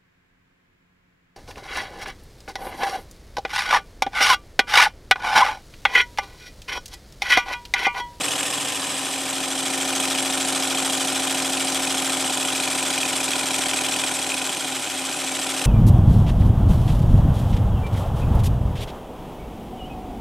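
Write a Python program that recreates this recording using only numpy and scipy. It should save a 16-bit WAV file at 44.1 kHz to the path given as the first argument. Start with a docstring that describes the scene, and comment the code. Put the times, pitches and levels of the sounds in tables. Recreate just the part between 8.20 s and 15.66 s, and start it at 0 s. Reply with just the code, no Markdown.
"""Model locomotive running free

A two-cylinder chassis turns about 13 times a second on a wooden stand in a small room. The crank angle
times four hissing exhaust beats a turn, valve-gear clicks, wet squeaks, the rub and groan of slides, and
knocks of slack rods that ring frame and stand. A leak, a frame hum, spits and stray clinks join them.
Of the run's four stretches, the first and last overlap their neighbours in slow fades; the others abut."""
import sys
import numpy as np
from scipy import signal
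from scipy.fft import rfft, irfft, next_fast_len
from scipy.io import wavfile

SR = 44100
rng = np.random.default_rng(int(sys.argv[2]) if len(sys.argv) > 2 else 0)


def output_pcm(signal):
    """Save a mono or channel-first signal as 16-bit PCM at the path in sys.argv[1].

    Samples are clipped to [-1, 1] before scaling.
    """
    pcm = np.clip(np.atleast_2d(signal).T, -1, 1) * 32767
    wavfile.write(sys.argv[1], SR, np.round(pcm).astype(np.int16))


N = 328986
T = np.arange(N) / SR
SIZE = next_fast_len(N + SR // 2)
HZ = np.maximum(np.fft.rfftfreq(SIZE, 1 / SR), 1)

# Stretches of the run. Each row: start, fade-in, end and fade-out in seconds, starting crank angle in
# turns, speed in turns per second, slowing in turns per second squared.
STRETCHES = [(0, .001, 1.7, 1.7, .007, 13.67, .011), (0, 1.75, 4.062, .004, .012, 13.415, .0169),
             (4.058, .004, 7.55, 1.8, .606, 13.264, .046), (5.8, 1.8, 7.6, .001, .64, 13.31, 0)]
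# Balance of each stretch. Each row: gains in dB of bark, hiss, knocks, squeaks and clicks, groans,
# the clicks' lower mode, and the low, middle and high hum.
EFFORT = [(1.3, -0.2, 0.67, -0.24, -2.4, 2.5, -41, -32.5, -58),
          (0.33, -0.23, 2, -0.7, -0.4, -1.5, -30.5, -73, -47),
          (0, -0.4, 0.88, -0.24, -0.56, 0, -31, -52, -49),
          (0.77, -1.1, 0.6, -1.2, -0.69, 3, -32.5, -61, -46.5)]
# Frame modes that hum. Each entry: frequency in Hz.
HUM_HZ = [267.7, 290, 361]
# Knocks of rods (one heavy) and axleboxes. Each row: angle in turns, contact in seconds, level in dB.
KNOCKS = [(.005, 0.00023, 1.5), (.047, 0.00025, -4), (.184, 0.000059, -8.5), (0.264, 0.00035, 5.5),
          (0.325, 0.0002, -6), (0.708, 0.00012, -2.5), (0.892, 0.00032, 0)]
# Squeaks at glands and ports. Each row: angle in turns, pitch in Hz, relative pitch scatter,
# half length in seconds, level in dB in the first half of the run and in the second.
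SQUEAKS = [(0.08, 6770, 0.12, 0.00087, -23, -23), (.148, 3120, 0.048, 0.0013, -24.5, -24),
           (.155, 2514, 0.035, 0.0026, -30, -25), (.162, 8280, 0.016, 0.0018, -20.5, -22),
           (0.245, 7870, 0.064, 0.0021, -29, -24.5), (0.262, 3600, 0.17, 0.00084, -22, -23),
           (0.371, 8600, 0.092, 0.00074, -23.5, -27), (0.471, 8330, 0.013, 0.0019, -30.5, -28),
           (.505, 5320, 0.12, 0.00095, -22, -23), (0.634, 3300, 0.022, 0.0025, -24.5, -25),
           (0.655, 8280, 0.027, 0.0014, -21, -20), (0.771, 7490, 0.0056, 0.0013, -20, -19.5),
           (0.771, 3530, 0.038, 0.00088, -26, -36), (0.821, 5630, .08, 0.00099, -28, -35),
           (0.858, 8400, 0.016, 0.00065, -33, -34), (.877, 2430, 0.038, 0.0013, -28, -29)]
# Groans. Each row: angle in turns, pitch in Hz, half length in seconds, level in dB in each half run.
GROANS = [(0.091, 1130, 0.0008, -26.5, -36), (0.1, 578, 0.0039, -26, -25), (0.147, 1460, 0.0034, -39, -32),
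          (0.148, 992.4, 0.012, -37.5, -36), (.252, 779, 0.004, -23, -23),
          (0.298, 348, 0.0029, -30.5, -26.5), (.45, 690, 0.0034, -26.5, -29.5),
          (0.551, 611, 0.013, -39, -38), (.64, 1235, 0.0034, -36, -40), (0.698, 590, 0.0088, -47.5, -45),
          (0.735, 771, 0.0043, -29.5, -35.5), (0.882, 1460, 0.0025, -29, -32),
          (0.961, 805, 0.0052, -34, -30)]
# Exhaust beats. Each row: angle, rise and length in turns, levels of bark, hiss and opening crack in dB.
BEATS = [(0.106, 0.012, 0.18, 11.5, 4.5, 4), (0.445, 0.016, 0.14, 9, 4.5, 7.5),
         (0.571, 0.0097, 0.27, 9.5, 2.5, 14), (0.83, 0.0084, 0.084, -3, 5.5, 17)]
# Lower and upper valve-gear modes. Each row: frequency in Hz, decay time in seconds.
GEAR_MODES = [(2560, 0.002), (3250, 0.0018)]
# Valve reversals. Each row: angle in turns, levels of the lower and upper gear mode in dB.
CLICKS = [(.122, -26, -25.5), (.461, -22, -22.5), (.585, -31.5, -26.5), (.836, -22, -24.5)]
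# Harder catches of the gear. Each row: start in seconds, levels of the lower and upper mode in dB.
CLINKS = [(1.7997, -30, -15), (1.84, -14, -23), (1.8536, -15, -20), (2.572, -23, -13), (3.9485, -32, -16),
          (3.672, -14, -24), (3.8955, -19, -22), (4.2265, -16, -24), (4.2495, -20, -21), (4.2836, -30, -13),
          (4.3025, -13, -29), (4.7775, -14, -32), (4.8305, -10, -29), (4.981, -15, -16),
          (5.134, -10.5, -12), (5.307, -24, -20), (5.3433, -11, -16), (5.4935, -17, -21), (5.512, -15, -16),
          (5.5881, -11, -25), (5.6626, -16, -18), (5.6855, -28, -12), (5.721, -24, -15), (5.7385, -13, -27),
          (5.7613, -17, -22), (5.8366, -15, -22), (5.988, -14, -22), (6.101, -15, -24),
          (6.1189, -11.5, -24), (6.1775, -19, -26), (6.2161, -17, -18), (6.2925, -19, -25),
          (7.4145, -21, -28)]

# Resonators. Each row: frequency in Hz, bandwidth in Hz, relative level in dB.
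FRAME_MODES = [(41.5, 23, -27), (104.9, 3.1, 0.5), (142.8, 13.6, 1), (173.2, 5.4, -0.5), (199.5, 36, -4.5),
               (304, 33, 2.5), (370.6, 11.2, -0.5), (393, 25, 6.5), (511.4, 11.5, 5), (573.2, 17, 8.5),
               (601.8, 8.8, 6.5), (639, 10, 8.5), (750, 29, 9), (819.7, 9.7, 11), (897, 14, 9.5),
               (979.3, 9.7, 9.5), (1025, 16, 9), (1234, 38, 2.5), (1370, 93, 5.5), (1817, 49, 13),
               (2780, 470, -16)]  # frame and stand
ROD_MODES = [(2500, 250, -16), (3350, 250, -10), (3940, 55, 7)]  # metal rods
BARK_MODES = [(1490, 820, 0), (2386, 380, 6.5), (2870, 180, 4), (3275, 270, 1), (3380, 140, -43),
              (3580, 27, -36)]  # exhaust passage, low
WHISTLE_MODES = [(7210, 110, -1), (7800, 130, 4.5), (8220, 77, 8.5), (8530, 130, 0), (10600, 110, 4.5),
                 (12370, 170, -4)]  # exhaust passage, high

# Spectra and filters. Each row: frequency in Hz, relative level in dB.
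SCRAPE_COLOUR = [(60, -41), (110, -12.5), (250, 3), (420, 5), (470, 8), (600, -1), (690, -2.5), (900, -1),
                 (1100, -3), (1350, -3.5), (1700, 1), (2100, -12), (3000, -21), (5000, -37)]  # slide bars
LEAK_COLOUR = [(60, -31), (130, -17), (400, -15), (750, -9), (1100, -7), (1900, -2.5), (3200, 1),
               (4600, -3), (8400, -2), (9300, -6), (10700, -6), (11700, -16), (13300, -16)]  # steady leak
JET_COLOUR = [(50, -24), (130, -13), (450, -1), (800, -2.5), (1400, 1.5), (2000, -5.5), (3300, 0.5),
              (4500, -0.5), (6200, 1), (7200, -1), (8800, -1.5), (10200, -9.5), (11600, -41), (14500, -49)]  # broad rush of each jet
SPIT_COLOUR = [(1500, -25), (4500, -2), (8400, 0), (10500, -3), (13000, -9)]  # bursting droplets
FAR_COLOUR = [(60, 0), (110, 5), (190, 4), (260, 0.5), (370, -5), (460, 4.5), (600, 0), (750, -1.5),
              (900, -0.5), (1060, 5), (1420, -4), (1720, 3), (1950, 1), (2400, -2), (2700, 4), (3100, 0.5),
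              (4400, -2), (5000, 0.5), (5280, 1.5), (5600, -2.5), (6500, 0)]  # heard from farther back
PATH_COLOUR = [(50, 2), (62, -6), (78, 4), (105, 0.5), (140, 1), (172, 1), (215, -1.5), (290, -0.5),
               (385, 2.5), (470, -3), (510, -0.5), (640, 0.5), (685, -4.5), (735, 1), (1040, 1), (1100, -1),
               (1220, 1), (1650, -0.5), (2550, 0.5), (2750, -3), (2880, 0.5), (3750, 0), (4000, 1),
               (4350, -2.5), (5100, -0.5), (7000, -1), (7850, 1), (8030, -7), (8250, -0.5), (8800, 2.5),
               (9050, -2), (9500, .5)]  # peaks and notches from nearby surfaces
ROOM_COLOUR = [(50, 0), (130, -3), (270, -14), (500, -7), (900, -3), (2000, 1), (5000, 0), (8500, 3),
               (13000, -1)]  # room reflections
# Imbalance of the two microphones. Each row: frequency in Hz, left minus right in dB.
MIC_BALANCE = [(60, 6), (110, 1.5), (200, 1.5), (380, 3.5), (700, 0.5), (1290, 1), (2380, 1), (4400, -1.5),
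               (8120, 0), (15000, 3)]


def undb(db):
    """Amplitude grows tenfold for every 20 dB."""
    return 10 ** (np.asarray(db) / 20)


def level(x, db):
    """Normalisation sets the rms level in dB."""
    return x * undb(db) / np.sqrt(np.mean(x ** 2))


def shape(x, response):
    """Linear filtering multiplies a spectrum by a frequency response."""
    return irfft(rfft(x, SIZE) * response, SIZE)[..., :N]


def colour(points):
    """Interpolation in log frequency joins (Hz, dB) points into a response."""
    hz, db = np.transpose(points)
    return undb(np.interp(np.log(HZ), np.log(hz), db))


def resonances(modes):
    """Modal superposition: the responses of damped modes add."""
    return sum(undb(db) / (1 + 1j * (HZ ** 2 - hz ** 2) / (HZ * width)) for hz, width, db in modes)


def per_turn(turn):
    """Cycle-to-cycle variation: one normal random value for each turn."""
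    return rng.standard_normal(N // 1024)[np.floor(turn).astype(int) + 2]


def bell(s, length):
    """A Gaussian envelope swells and dies away around s = 0."""
    return np.exp(-np.minimum(abs(s / length), 10) ** 2)


def burst(s, hz, length, cycles=0):
    """Amplitude modulation by a bell curve makes a tone burst."""
    return bell(s, length) * np.sin(2 * np.pi * (hz * s + cycles))


def wheels(start, fade_in, end, fade_out, angle, speed, slowing):
    """Uniform deceleration gives the crank angle and speed over one faded stretch."""
    on = (T >= start) & (T <= end)
    s = T[on] - start
    fade = np.minimum(s / fade_in, 1) * np.minimum((end - T[on]) / fade_out, 1)
    turn = angle + speed * s - slowing * s ** 2 / 2
    return on, fade, turn, speed - slowing * s


def hum(turn, speed, levels_db, width_hz=5.8):
    """Forced vibration: each frame mode follows the nearest wheel harmonic, weaker when off resonance."""
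    out = 0
    for hz, db in zip(HUM_HZ, levels_db):
        harmonic = round(hz / speed.mean())
        mistuning = 2 * (harmonic * speed - hz) / width_hz
        out = out + undb(db) / np.hypot(1, mistuning) * np.cos(2 * np.pi * harmonic * turn)
    return out


def scrape(turn, roughness):
    """Sliding friction: the crossheads pass the same rough spots of the slide bars on every turn."""
    return np.interp(turn, np.arange(len(roughness)) / len(roughness), roughness, period=1)


def turbulence(power, sputter_hz=600, sputter_db=1.2):
    """Turbulent gas makes noise that follows the flow and sputters with the moisture in it."""
    sputter = np.interp(T * sputter_hz, np.arange(N // 16), rng.standard_normal(N // 16))
    return np.sqrt(power) * undb(sputter_db * sputter) * rng.standard_normal(N)


def knocks(turn, speed, scatter_db=.4, slop_s=.00003):
    """Impact: a bearing takes up its play with a force pulse; the shorter the contact, the brighter."""
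    out = 0
    for angle, contact_s, db in KNOCKS:
        since = turn - angle + .5
        s = (since % 1 - .5) / speed + slop_s * per_turn(since)
        impulse = undb(db + scatter_db * per_turn(since))
        out = out + impulse / contact_s * bell(s, contact_s)
    return out


def squeaks(turn, speed, half, scatter_db=2.2):
    """Flow-excited tones: wet gas whistles at set crank angles, varying in pitch and strength."""
    out = 0
    for angle, hz, scatter, length, *levels_db in SQUEAKS:
        since = turn - angle + .5
        s = (since % 1 - .5) / speed
        pitch = hz * np.exp(scatter * per_turn(since))
        gain = undb(levels_db[half] + scatter_db * per_turn(since))
        out = out + gain * burst(s, pitch, length, cycles=per_turn(since))
    return out


def groans(turn, speed, half):
    """Friction tones: slides and bearings groan as the load swings over, alike on every turn."""
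    out = 0
    for angle, hz, length, *levels_db in GROANS:
        s = ((turn - angle + .5) % 1 - .5) / speed
        out = out + undb(levels_db[half]) * burst(s, hz, length)
    return out


def exhaust(turn, crack_turns=.046, scatter_db=.4, slop_turns=.003):
    """Blowdown: each port cracks open and its cylinder empties, giving the power of bark and hiss."""
    bark = hiss = 0
    for angle, rise, length, bark_db, hiss_db, crack_db in BEATS:
        since = turn - angle
        opened = np.maximum(since % 1 - slop_turns * per_turn(since), 0)
        port = (1 - bell(opened, rise)) * undb(scatter_db * per_turn(since))
        flow = port * bell(opened, length)
        crack = port * bell(opened, crack_turns)
        bark = bark + (flow * undb(bark_db)) ** 2 + (crack * undb(crack_db)) ** 2
        hiss = hiss + (flow * undb(hiss_db)) ** 2
    return bark, hiss


def spits(power, per_second=45, scatter_db=4):
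    """Shot noise: droplets burst at random in the ports, loudest while the gas flows hardest."""
    drops = rng.random(N) < per_second / SR
    return drops * np.sqrt(power) * undb(scatter_db * np.clip(rng.standard_normal(N), -2, 2))


def gear_ring(s, levels_db, detune, rise_s=.00043, pitch_scatter=.03):
    """Free vibration: the two gear modes decay exponentially after a blow at s = 0."""
    s = np.maximum(s, 0)
    ring = 0
    for (hz, decay_s), db, offset in zip(GEAR_MODES, levels_db, detune):
        pitch = hz * (1 + pitch_scatter * offset)
        envelope = undb(db) * np.exp(-np.minimum(s / decay_s, 30))
        ring = ring + envelope * np.sin(2 * np.pi * pitch * s)
    return (1 - np.exp(-np.minimum(s / rise_s, 30))) * ring


def clicks(turn, speed, ring_db, scatter_db=1.2, slop_turns=.0012):
    """Periodic impacts: four valve reversals a turn strike the gear, each a little differently."""
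    out = 0
    for angle, lower_db, upper_db in CLICKS:
        since = turn - angle
        s = (since % 1 - slop_turns * per_turn(since)) / speed
        levels_db = [db + scatter_db * per_turn(since) for db in (lower_db + ring_db, upper_db)]
        out = out + gear_ring(s, levels_db, detune=[per_turn(since) for _ in GEAR_MODES])
    return out


def clinks():
    """Isolated impacts: now and then the gear catches harder and rings out."""
    out = np.zeros(N)
    for (start, *levels_db), detune in zip(CLINKS, rng.standard_normal((len(CLINKS), 2))):
        near = slice(int(start * SR), int(start * SR) + SR // 20)
        out[near] += gear_ring(T[near] - start, levels_db, detune)
    return out


def engine(ripple_points=70, rough_spots=500, jet_lag_turns=.032):
    """Source and filter: the stretches' excitations add, then ring the same pipes and frame."""
    bark, hiss, leak, blows, rub, tones = np.zeros((6, N))
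    # the valves judder in the same way on every turn and ripple the flow
    ripple_angles = np.arange(ripple_points) / ripple_points
    ripple_db = .8 * rng.standard_normal(ripple_points)
    roughness = rng.standard_normal(rough_spots)
    for index, (stretch, effort) in enumerate(zip(STRETCHES, EFFORT)):
        bark_db, hiss_db, knock_db, valve_db, groan_db, ring_db, *hum_db = effort
        half = index // 2
        on, fade, turn, speed = wheels(*stretch)
        gas = fade * undb(np.interp(turn, ripple_angles, ripple_db, period=1))
        bark_power, hiss_power = exhaust(turn)
        bark[on] += bark_power * (gas * undb(bark_db)) ** 2
        hiss[on] += hiss_power * (gas * undb(hiss_db)) ** 2
        leak[on] += gas ** 2
        rub[on] += fade * scrape(turn, roughness)
        blows[on] += fade * undb(knock_db) * knocks(turn, speed)
        tones[on] += fade * undb(valve_db) * (squeaks(turn, speed, half) + clicks(turn, speed, ring_db))
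        tones[on] += fade * (undb(groan_db) * groans(turn, speed, half) + hum(turn, speed, hum_db))
    # the broad rush builds a moment after the passage has begun to ring
    jet = np.interp(T - jet_lag_turns / speed.mean(), T, hiss)
    return (tones + clinks()
            + level(shape(blows, resonances(FRAME_MODES)), db=-37)
            + level(shape(blows, resonances(ROD_MODES)), db=-50)
            + level(shape(rub, colour(SCRAPE_COLOUR)), db=-42.5)
            + level(shape(turbulence(bark), resonances(BARK_MODES)), db=-34)
            + level(shape(turbulence(hiss), resonances(WHISTLE_MODES)), db=-36.5)
            + level(shape(spits(hiss), colour(SPIT_COLOUR)), db=-45)
            + level(shape(turbulence(jet), colour(JET_COLOUR)), db=-31)
            + level(shape(turbulence(leak), colour(LEAK_COLOUR)), db=-32.5))


def sound_path(x, far_until_s=.6, close_from_s=1.34):
    """Interference from nearby surfaces colours the sound, heard from farther back, then close by."""
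    far = np.interp(T, [far_until_s, close_from_s], [1, 0])
    blend = far * shape(x, colour(FAR_COLOUR)) + (1 - far) * x
    return shape(blend, colour(PATH_COLOUR))


def scene(room_db=-10.5, t60_s=.16, first_echo_s=.002):
    """Reverberation: short reflections, unlike left and right, follow the engine straight ahead."""
    direct = sound_path(engine())
    s = T[:SR // 2]
    tail = rng.standard_normal((2, len(s))) * undb(-60 * s / t60_s) * (s > first_echo_s)
    tail /= np.linalg.norm(tail, axis=1, keepdims=True)
    return direct + undb(room_db) * shape(direct, rfft(tail, SIZE) * colour(ROOM_COLOUR))


def record(dry, low_hz=33, top_hz=13800):
    """Band limiting: two microphones of slightly unlike colour lose the deepest bass and the top."""
    heard = shape(dry, colour(MIC_BALANCE) ** np.array([[.5], [-.5]]))
    heard = signal.sosfilt(signal.butter(8, low_hz, "high", fs=SR, output="sos"), heard)
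    return signal.sosfilt(signal.ellip(8, .2, 70, top_hz, fs=SR, output="sos"), heard)


dry = scene()
out = record(dry)
output_pcm(out)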